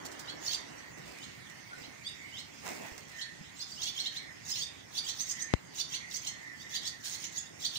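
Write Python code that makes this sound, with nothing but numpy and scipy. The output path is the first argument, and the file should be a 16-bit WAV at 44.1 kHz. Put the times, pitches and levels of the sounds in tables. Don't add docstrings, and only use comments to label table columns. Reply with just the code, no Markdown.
import sys
import numpy as np
from scipy import signal
from scipy.fft import rfft, irfft, next_fast_len
from scipy.io import wavfile
from scipy.ndimage import uniform_filter1d, map_coordinates

SR = 44100
rng = np.random.default_rng(int(sys.argv[2]) if len(sys.argv) > 2 else 0)


def volts_from_decibels(level):
    exponent = np.asarray(level, float) / 20
    return 10 ** exponent


def store_wav(level_fs):
    pcm = np.round(np.clip(np.atleast_2d(level_fs), -1, 1) * 32767)
    wavfile.write(sys.argv[1], SR, pcm.T.astype(np.int16))


N = 343098


def unit(x):
    return x / np.sqrt(np.mean(x ** 2) + 1e-20)


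def along(points, hz):
    f, v = np.transpose(points)
    return np.interp(np.log(hz + 1), np.log(f + 1), v)


def curves(rows):
    s, *cols = np.transpose(rows)
    return [np.interp(np.arange(N) / SR, s, c) for c in cols]


def wobble(rate):
    knots = rng.standard_normal(int(N * rate / SR) + 4)
    return map_coordinates(knots, [np.arange(N) * rate / SR])


def filtered(x, response):
    m = next_fast_len(N + 8192)
    return irfft(rfft(x, m) * response(np.fft.rfftfreq(m, 1 / SR)), m)[..., :N]


# (f/Hz, likeness)
ALIKENESS = [(60, 1), (300, 0.92), (1000, 0.14), (3000, 0.043), (15000, 0.13)]


def rush(spectrum, patchy_db):
    z = signal.stft(rng.standard_normal((2, N)), nperseg=512)[2]
    field = uniform_filter1d(rng.standard_normal(z.shape[1:]), size=6, axis=0)
    field = uniform_filter1d(field, size=12, axis=1)
    pair = signal.istft(z * volts_from_decibels(patchy_db * unit(field)), nperseg=512)[1][:, :N]

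    def mid_side(hz):
        turn = np.arccos(np.clip(along(ALIKENESS, hz), -1, 1)) / 2
        return volts_from_decibels(along(spectrum, hz)) * [np.cos(turn), np.sin(turn)]

    mid, side = filtered(pair, mid_side)
    return unit(np.array([mid + side, mid - side]))


# (t/s, rumble level/dB, street level/dB, hiss level/dB)
AIR_LEVELS = [(0.0, -59.5, -54.5, -55.5), (1.8, -60.5, -64.5, -55.5), (7.78, -60.5, -63, -58)]
# (f/Hz, level/dB per Hz)
RUMBLE_COLOUR = [(25, -85), (57, -9), (156, -2), (265, -7.5), (328, -10), (420, -14.5), (550, -51),
                 (920, -120)]
STREET_COLOUR = [(160, -22), (280, 1), (600, -4.5), (1250, -6), (2000, -3), (2800, -24), (3640, -29),
                 (6160, -120)]
HISS_COLOUR = [(1500, -22), (2300, 2.5), (4000, -2.5), (6400, -1), (8500, -10.5), (12000, -22.5),
               (16000, -29.5)]


def air():
    rumble_db, street_db, hiss_db = curves(AIR_LEVELS)
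    rumble = volts_from_decibels(rumble_db + 6 + 0.66 * wobble(7)) * rush(RUMBLE_COLOUR, patchy_db=1.0)
    street = volts_from_decibels(street_db + 11) * rush(STREET_COLOUR, patchy_db=1.43)
    hiss = volts_from_decibels(hiss_db + 5) * rush(HISS_COLOUR, patchy_db=3.5)
    return rumble + street + hiss


# (f/Hz, fall time t/s)
ROOM_DECAY = [(1500, .4), (4000, .33), (7000, .27), (14000, .15)]


def room(x):
    hz, t, z = signal.stft(rng.standard_normal((2, SR // 2)), SR, nperseg=256)
    fading = volts_from_decibels(-60 * t / along(ROOM_DECAY, hz)[:, None])
    tail = signal.istft(z * fading, SR, nperseg=256)[1]
    delayed = np.pad(x, (90, 0))[None]
    return signal.fftconvolve(delayed, tail / np.linalg.norm(tail[0]), axes=1)[:, :N]


# (t/s, level/dB, f/Hz)
FAR_CALLS = [(0.0, -81, 1840), (0.19, -63, 1970), (2.17, -57, 2010), (2.23, -51.5, 2040), (2.6, -69, 2030),
             (2.71, -53, 1960), (3.07, -63.5, 2040), (3.18, -49.5, 1860), (3.68, -70, 2050),
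             (4.12, -52.5, 1980), (5.03, -66.5, 1960), (5.39, -48.5, 1940), (5.85, -70.5, 2030),
             (5.94, -48.5, 2120), (6.26, -60.5, 2000), (6.3, -51, 1980), (7.69, -62, 1940),
             (7.78, -71, 2040)]


def far_birds():
    level_db, hz = curves(FAR_CALLS)
    upper = .035 + .03 * wobble(12) + .05 * wobble(250)
    lower = -.03 + .035 * wobble(9) + .05 * wobble(150)
    sway = np.array([upper, lower])
    strength = volts_from_decibels([3.7 * wobble(14), 3.5 * wobble(12) - 2.5])
    calls = np.sin(2 * np.pi * np.cumsum(hz * (1 + sway), axis=1) / SR) * strength
    return volts_from_decibels(level_db + 7) * unit(room(calls.sum(axis=0)))


def swell(s, rise, t60):
    at = np.arange(max(round(s * SR) - 4410, 0), min(round(s * SR) + 26460, N))
    t = at / SR - s
    growth = 1 / np.cosh(t / rise)
    decay = volts_from_decibels(-60 * (np.hypot(t, rise / 2) - rise / 2) / t60)
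    return at, np.where(t < 0, growth, decay)


# (t/s, peak level/dB, swell t/s, fall by 60 dB t/s, cloth level/dB)
WING_BEATS = [(0.0513, -35.5, 0.00068, 0.13, -7), (0.123, -46, 0.0054, 0.13, -16),
              (0.197, -40, 0.0023, 0.11, -16), (.98, -54, 0.005, .15, 7), (1.08, -52, 0.013, 1, 2.5),
              (1.5, -50.5, .004, .15, -12), (1.8, -58.5, 0.022, 0.96, 10.5), (2.545, -55.5, 0.0043, 0.3, 4),
              (2.669, -42.5, 0.018, 0.89, 6), (2.87, -61, 0.027, 0.61, 12.5),
              (2.98, -46.5, 0.0011, 0.097, -11), (3.085, -53.5, 0.0015, 0.4, -7),
              (7.055, -35.5, 0.0064, 0.55, -28)]
# (f/Hz, level/dB per Hz)
FEATHER_COLOUR = [(900, -41), (1500, 1), (2700, -6), (4000, 5), (7000, 6.5), (9000, -1), (12000, -10.5),
                  (16000, -18)]
CLOTH_COLOUR = [(100, -39), (200, 4), (450, 4), (900, 0.5), (1300, -4), (2700, -3.5), (4000, -29)]


def flaps():
    feather = rush(FEATHER_COLOUR, patchy_db=1.1) * volts_from_decibels(3.5 * wobble(500))
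    cloth = rush(CLOTH_COLOUR, patchy_db=-2.5)
    out = np.zeros((2, N))
    for s, db, rise, t60, dull_db in WING_BEATS:
        at, shape = swell(s, rise, t60)
        out[:, at] += volts_from_decibels(db) * shape * (feather[:, at] + volts_from_decibels(dull_db) * cloth[:, at])
    return out


# (end t/s, length t/s, start f/Hz, end f/Hz, level/dB)
FAINT_WHISTLES = [(1.75, .05, 1380, 1504, -48.5), (.375, 0.016, 5300, 5460, -55),
                  (2.365, 0.061, 2800, 3380, -52), (3.238, .018, 3560, 4000, -46),
                  (3.612, 0.022, 3950, 4280, -41), (3.635, .029, 3340, 3620, -49),
                  (3.809, 0.053, 2710, 3440, -47), (3.836, 0.033, 4390, 5660, -39),
                  (3.837, 0.023, 5900, 7140, -40), (3.886, .015, 3300, 3510, -38),
                  (4.072, .012, 3110, 3195, -44), (4.589, 0.046, 2410, 3620, -48),
                  (5.043, .013, 4420, 4850, -45), (5.085, 0.051, 2800, 3550, -45),
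                  (5.8, .012, 5190, 5870, -36), (6.783, .039, 3190, 4060, -41),
                  (7.267, .027, 5430, 6740, -42.5), (7.392, .02, 3244, 3460, -47.5),
                  (7.4, 0.013, 4300, 4530, -51), (7.645, .017, 4820, 5900, -44),
                  (7.736, .012, 3400, 3540, -45)]
# (end t/s, length t/s, top f/Hz, whistle level/dB, rasp level/dB)
CHIRP_NOTES = [(.307, 0.053, 4440, -45, -42.5), (.546, .03, 4666, -32, -23),
               (1.25, 0.041, 4290, -49, -40.5), (1.86, 0.056, 4300, -53.5, -52),
               (2.405, 0.064, 4280, -44, -37.5), (3.226, 0.027, 4354, -39.5, -34.5),
               (3.84, 0.033, 4434, -34.5, -34), (3.892, 0.032, 4535, -36.5, -26),
               (4.011, .045, 4370, -37.5, -29), (4.078, 0.043, 4267, -36.5, -33),
               (4.181, 0.037, 4210, -41, -34), (4.572, .05, 4320, -40.5, -31.5),
               (4.992, .04, 4785, -34.5, -26.5), (5.107, .028, 4460, -36, -25.5),
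               (5.813, 0.033, 4640, -35, -24), (5.959, 0.031, 4524, -36.5, -27.5),
               (6.275, 0.02, 4200, -39, -41), (6.771, 0.045, 4774, -34.5, -25),
               (6.886, 0.054, 4680, -37.5, -28), (7.069, 0.023, 4320, -42.5, -34),
               (7.157, 0.024, 4410, -43, -27), (7.264, 0.029, 4360, -49.5, -28.5),
               (7.667, 0.04, 4650, -34, -24.5), (7.776, 0.034, 4500, -39.5, -29)]
DUET_NOTES = [
    (2.094, 0.059, 3760, -40.5, -42),
    (4.64, .05, 3626, -36.5, -29),
    (6.635, 0.059, 3760, -51.5, -38),
    (7.477, 0.027, 3700, -55, -47),
]
PIP_NOTES = [
    (.485, .018, 4420, -32.5, -42),
    (3.63, .045, 5020, -41, -33.5),
    (3.726, .015, 4770, -43.5, -38),
    (3.768, .018, 5300, -46, -40),
    (4.525, .024, 5140, -34.5, -36),
]
BEG_NOTES = [(.479, 0.014, 5850, -40, -30.5), (.8, 0.045, 6140, -58.5, -54),
             (3.843, .016, 6220, -39.5, -47), (4.515, .021, 6320, -41.5, -29.5),
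             (4.6, 0.023, 6500, -45, -32.5), (5.222, 0.03, 6490, -36, -25.5),
             (5.322, 0.044, 6630, -38, -26.5), (5.428, 0.027, 6464, -36, -31),
             (6.171, .027, 6380, -41, -25), (6.29, 0.017, 6510, -41.5, -29),
             (7.388, 0.026, 6770, -35, -29.5)]
# (ends later by t/s, share of length,
# start f and end f as multiples of the top f, level/dB)
CHIRP_VOICES = [(-.001, .82, .75, 1.01, 0.2), (.002, .8, .61, .78, -6.5), (-.021, 1.1, .69, .74, -10.5),
                (-.008, .65, 1.08, 1.24, -15.5), (-.004, .7, 1.3, 1.62, -19), (-0.015, 0.97, 1.2, 1.3, -17),
                (.001, .45, 1.6, 1.95, -17)]
DUET_VOICES = [
    (0, 1, .84, 1.01, -1.4),
    (-.004, 1, 1.16, 1.33, -3.5),
    (.002, .8, 2.15, 2.25, -16),
]
PIP_VOICES = [
    (0, 0.84, .92, 1.01, 0.5),
    (0.017, 1.1, .66, .715, -15),
    (-0.018, 1.5, 1.42, 1.6, -16),
]
BEG_VOICES = [(-.002, .85, .945, 1.01, 0.4), (-.012, 0.87, .9, .95, -1), (.001, .6, .72, .76, -9.5),
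              (.002, .7, 1.2, 1.28, -11), (.002, 0.8, 1.1, 1.12, -11), (.004, 0.74, .5, .52, -20)]
SCATTER_DB, SCATTER_PITCH = 3, 0.01524


def strokes():
    out = list(FAINT_WHISTLES)
    kinds = [(CHIRP_NOTES, CHIRP_VOICES), (DUET_NOTES, DUET_VOICES),
             (PIP_NOTES, PIP_VOICES), (BEG_NOTES, BEG_VOICES)]
    for notes, voices in kinds:
        chance = rng.standard_normal((len(notes), len(voices), 2))
        for (end, length, top_hz, db, _), row in zip(notes, chance):
            for (delay, share, start, stop, voice_db), (a, b) in zip(voices, row):
                weak = voice_db < -2
                start_hz = top_hz * start * (1 + SCATTER_PITCH * a)
                end_hz = top_hz * stop * (1 + SCATTER_PITCH * a * weak)
                level_db = db + voice_db + SCATTER_DB * b * weak
                out.append((end + delay, max(share * length, .008), start_hz, end_hz, level_db))
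    return out


def whistles():
    out, tremble, flutter = np.zeros(N), wobble(500), wobble(260)
    for end, length, start_hz, end_hz, db in strokes():
        at = np.arange(round((end - length) * SR) - 90, min(round(end * SR) + 330, N))
        left = np.hypot(np.maximum(end - at / SR, 0), .003) - .003
        climb = np.sin(np.pi / 2 * left / left[0]) ** 1.3
        hz = (end_hz + (start_hz - end_hz) * climb) * (1 + .007 * tremble[at])
        shape = np.abs(np.sin(np.pi * np.linspace(0, 1, len(at)) ** 1.7)) ** .9
        tone = np.sin(2 * np.pi * np.cumsum(hz) / SR)
        out[at] += volts_from_decibels(db + 5.5 + 3.2 * flutter[at]) * shape * tone
    return out


def slips(count, centre_hz, spread_hz, climb):
    place, pitch, size = rng.random(count), rng.standard_normal(count), rng.standard_normal(count)
    t = np.arange(-154, 154) / SR
    start_hz = centre_hz + spread_hz * pitch[:, None]
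    squeak = np.hanning(len(t)) * np.sin(2 * np.pi * (start_hz * t + climb * t ** 2 / 2))
    at = (place * N).astype(int)[:, None] + np.arange(len(t))
    loud_squeak = volts_from_decibels(3 * size[:, None]) * squeak
    return unit(np.bincount(at.ravel(), loud_squeak.ravel(), N)[:N])


# (f/Hz, level/dB per Hz)
BEAK_COLOUR = [(1800, -13), (2600, -4.5), (3400, -9.5), (5000, 0.5), (7500, -8), (9500, -9), (12000, -15.5),
               (16000, -20.5)]
RASP_AHEAD_S, RASP_SWELL_S = 0.012, 0.019
BREATH_AHEAD_S, BREATH_DB, BREATH_SWELL_S = 0.057, -13, 0.0097


def rasp():
    beat = 1 + 0.82 * np.sin(2 * np.pi * np.cumsum(1050 * (1 + .12 * wobble(60))) / SR)
    breath = beat * rng.standard_normal(N) * volts_from_decibels(1.5 * wobble(220))
    hiss = unit(filtered(breath, lambda hz: volts_from_decibels(along(BEAK_COLOUR, hz))))
    effort = np.zeros(N)
    puffs = [(RASP_AHEAD_S, RASP_SWELL_S, 0), (BREATH_AHEAD_S, BREATH_SWELL_S, BREATH_DB)]
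    for end, *_, db in list(CHIRP_NOTES) + list(DUET_NOTES) + list(PIP_NOTES) + list(BEG_NOTES):
        for ahead, rise, part_db in puffs:
            at, shape = swell(end - ahead, rise, t60=0.038)
            effort[at] += volts_from_decibels(db + part_db - 11.0) * shape
    high = slips(count=3500, centre_hz=6250, spread_hz=650, climb=90000)
    low = slips(count=2000, centre_hz=3900, spread_hz=600, climb=80000)
    return effort * (high + .45 * low + .55 * hiss)


# (t/s, level/dB, f/Hz)
FINGER_BUMPS = [
    (1.27, -44, 240),
    (1.775, -46, 320),
    (1.815, -41, 266),
    (1.845, -47, 450),
    (1.88, -41, 290),
    (2.919, -39, 74.5),
    (3.411, -35.5, 192),
]


def bumps():
    out, t = np.zeros(N), np.arange(4410) / SR
    for s, db, hz in FINGER_BUMPS:
        ring = volts_from_decibels(db + 2.5 - 60 * t / 0.053) * np.sin(2 * np.pi * hz * t)
        out[round(s * SR):][:len(t)] += ring
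    return out


# (t/s, step level/dB)
POP_STEP = (5.5382, -3.5)


def pop():
    s, db = POP_STEP
    jolt = volts_from_decibels(db) * (np.arange(N) >= round(s * SR))
    for order, hz, kind in [(2, 68, "highpass"), (2, 44, "highpass"), (1, 84, "highpass"), (3, 6500, "lowpass")]:
        jolt = signal.sosfilt(signal.butter(order, hz, kind, fs=SR, output="sos"), jolt)
    return jolt


def later(x, count):
    return np.pad(x, (max(count, 0), max(-count, 0)))[max(-count, 0):][:N]


# (t/s, gain)
NEAR_ECHOES = [
    [(.0021, .5), (.0083, .4)],
    [(.0034, .4), (.0112, .35)],
]


def scene():
    birds = whistles() + rasp()
    near = np.array([sum(gain * later(birds, round(s * SR)) for s, gain in port) for port in NEAR_ECHOES])
    walls = volts_from_decibels(-3) * room(birds)
    return birds + near + walls + flaps() + bumps() + far_birds() + air()


def band_limit(x):
    return signal.sosfilt(signal.butter(12, 16810, fs=SR, output="sos"), x)


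# (f/Hz, left minus right level/dB)
PORT_BALANCE = [(60, -14), (110, 1), (200, -4.5), (380, -3), (700, -2), (1290, -4.5), (2380, -5),
                (4400, -5), (8120, -10), (15000, -67)]
# (f/Hz, level/dB)
MIC_RESPONSE = [(12500, -1), (13500, 3), (13900, -13), (14400, 14.5), (15200, 9.5), (15550, 19.5),
                (15800, -30), (16800, -45)]
LEAD = 48


def record(dry):
    def ports(hz):
        balance = volts_from_decibels(along(PORT_BALANCE, hz))
        share = np.array([balance, hz * 0 + 1]) / np.sqrt(1 + balance ** 2)
        return share * volts_from_decibels(along(MIC_RESPONSE, hz))

    left, right = filtered(dry, ports)
    jolt = pop()
    mix = np.array([later(left, -LEAD) + jolt, right + 0.0076 * jolt])
    return band_limit(mix)


dry = scene()
out = record(dry)
store_wav(out)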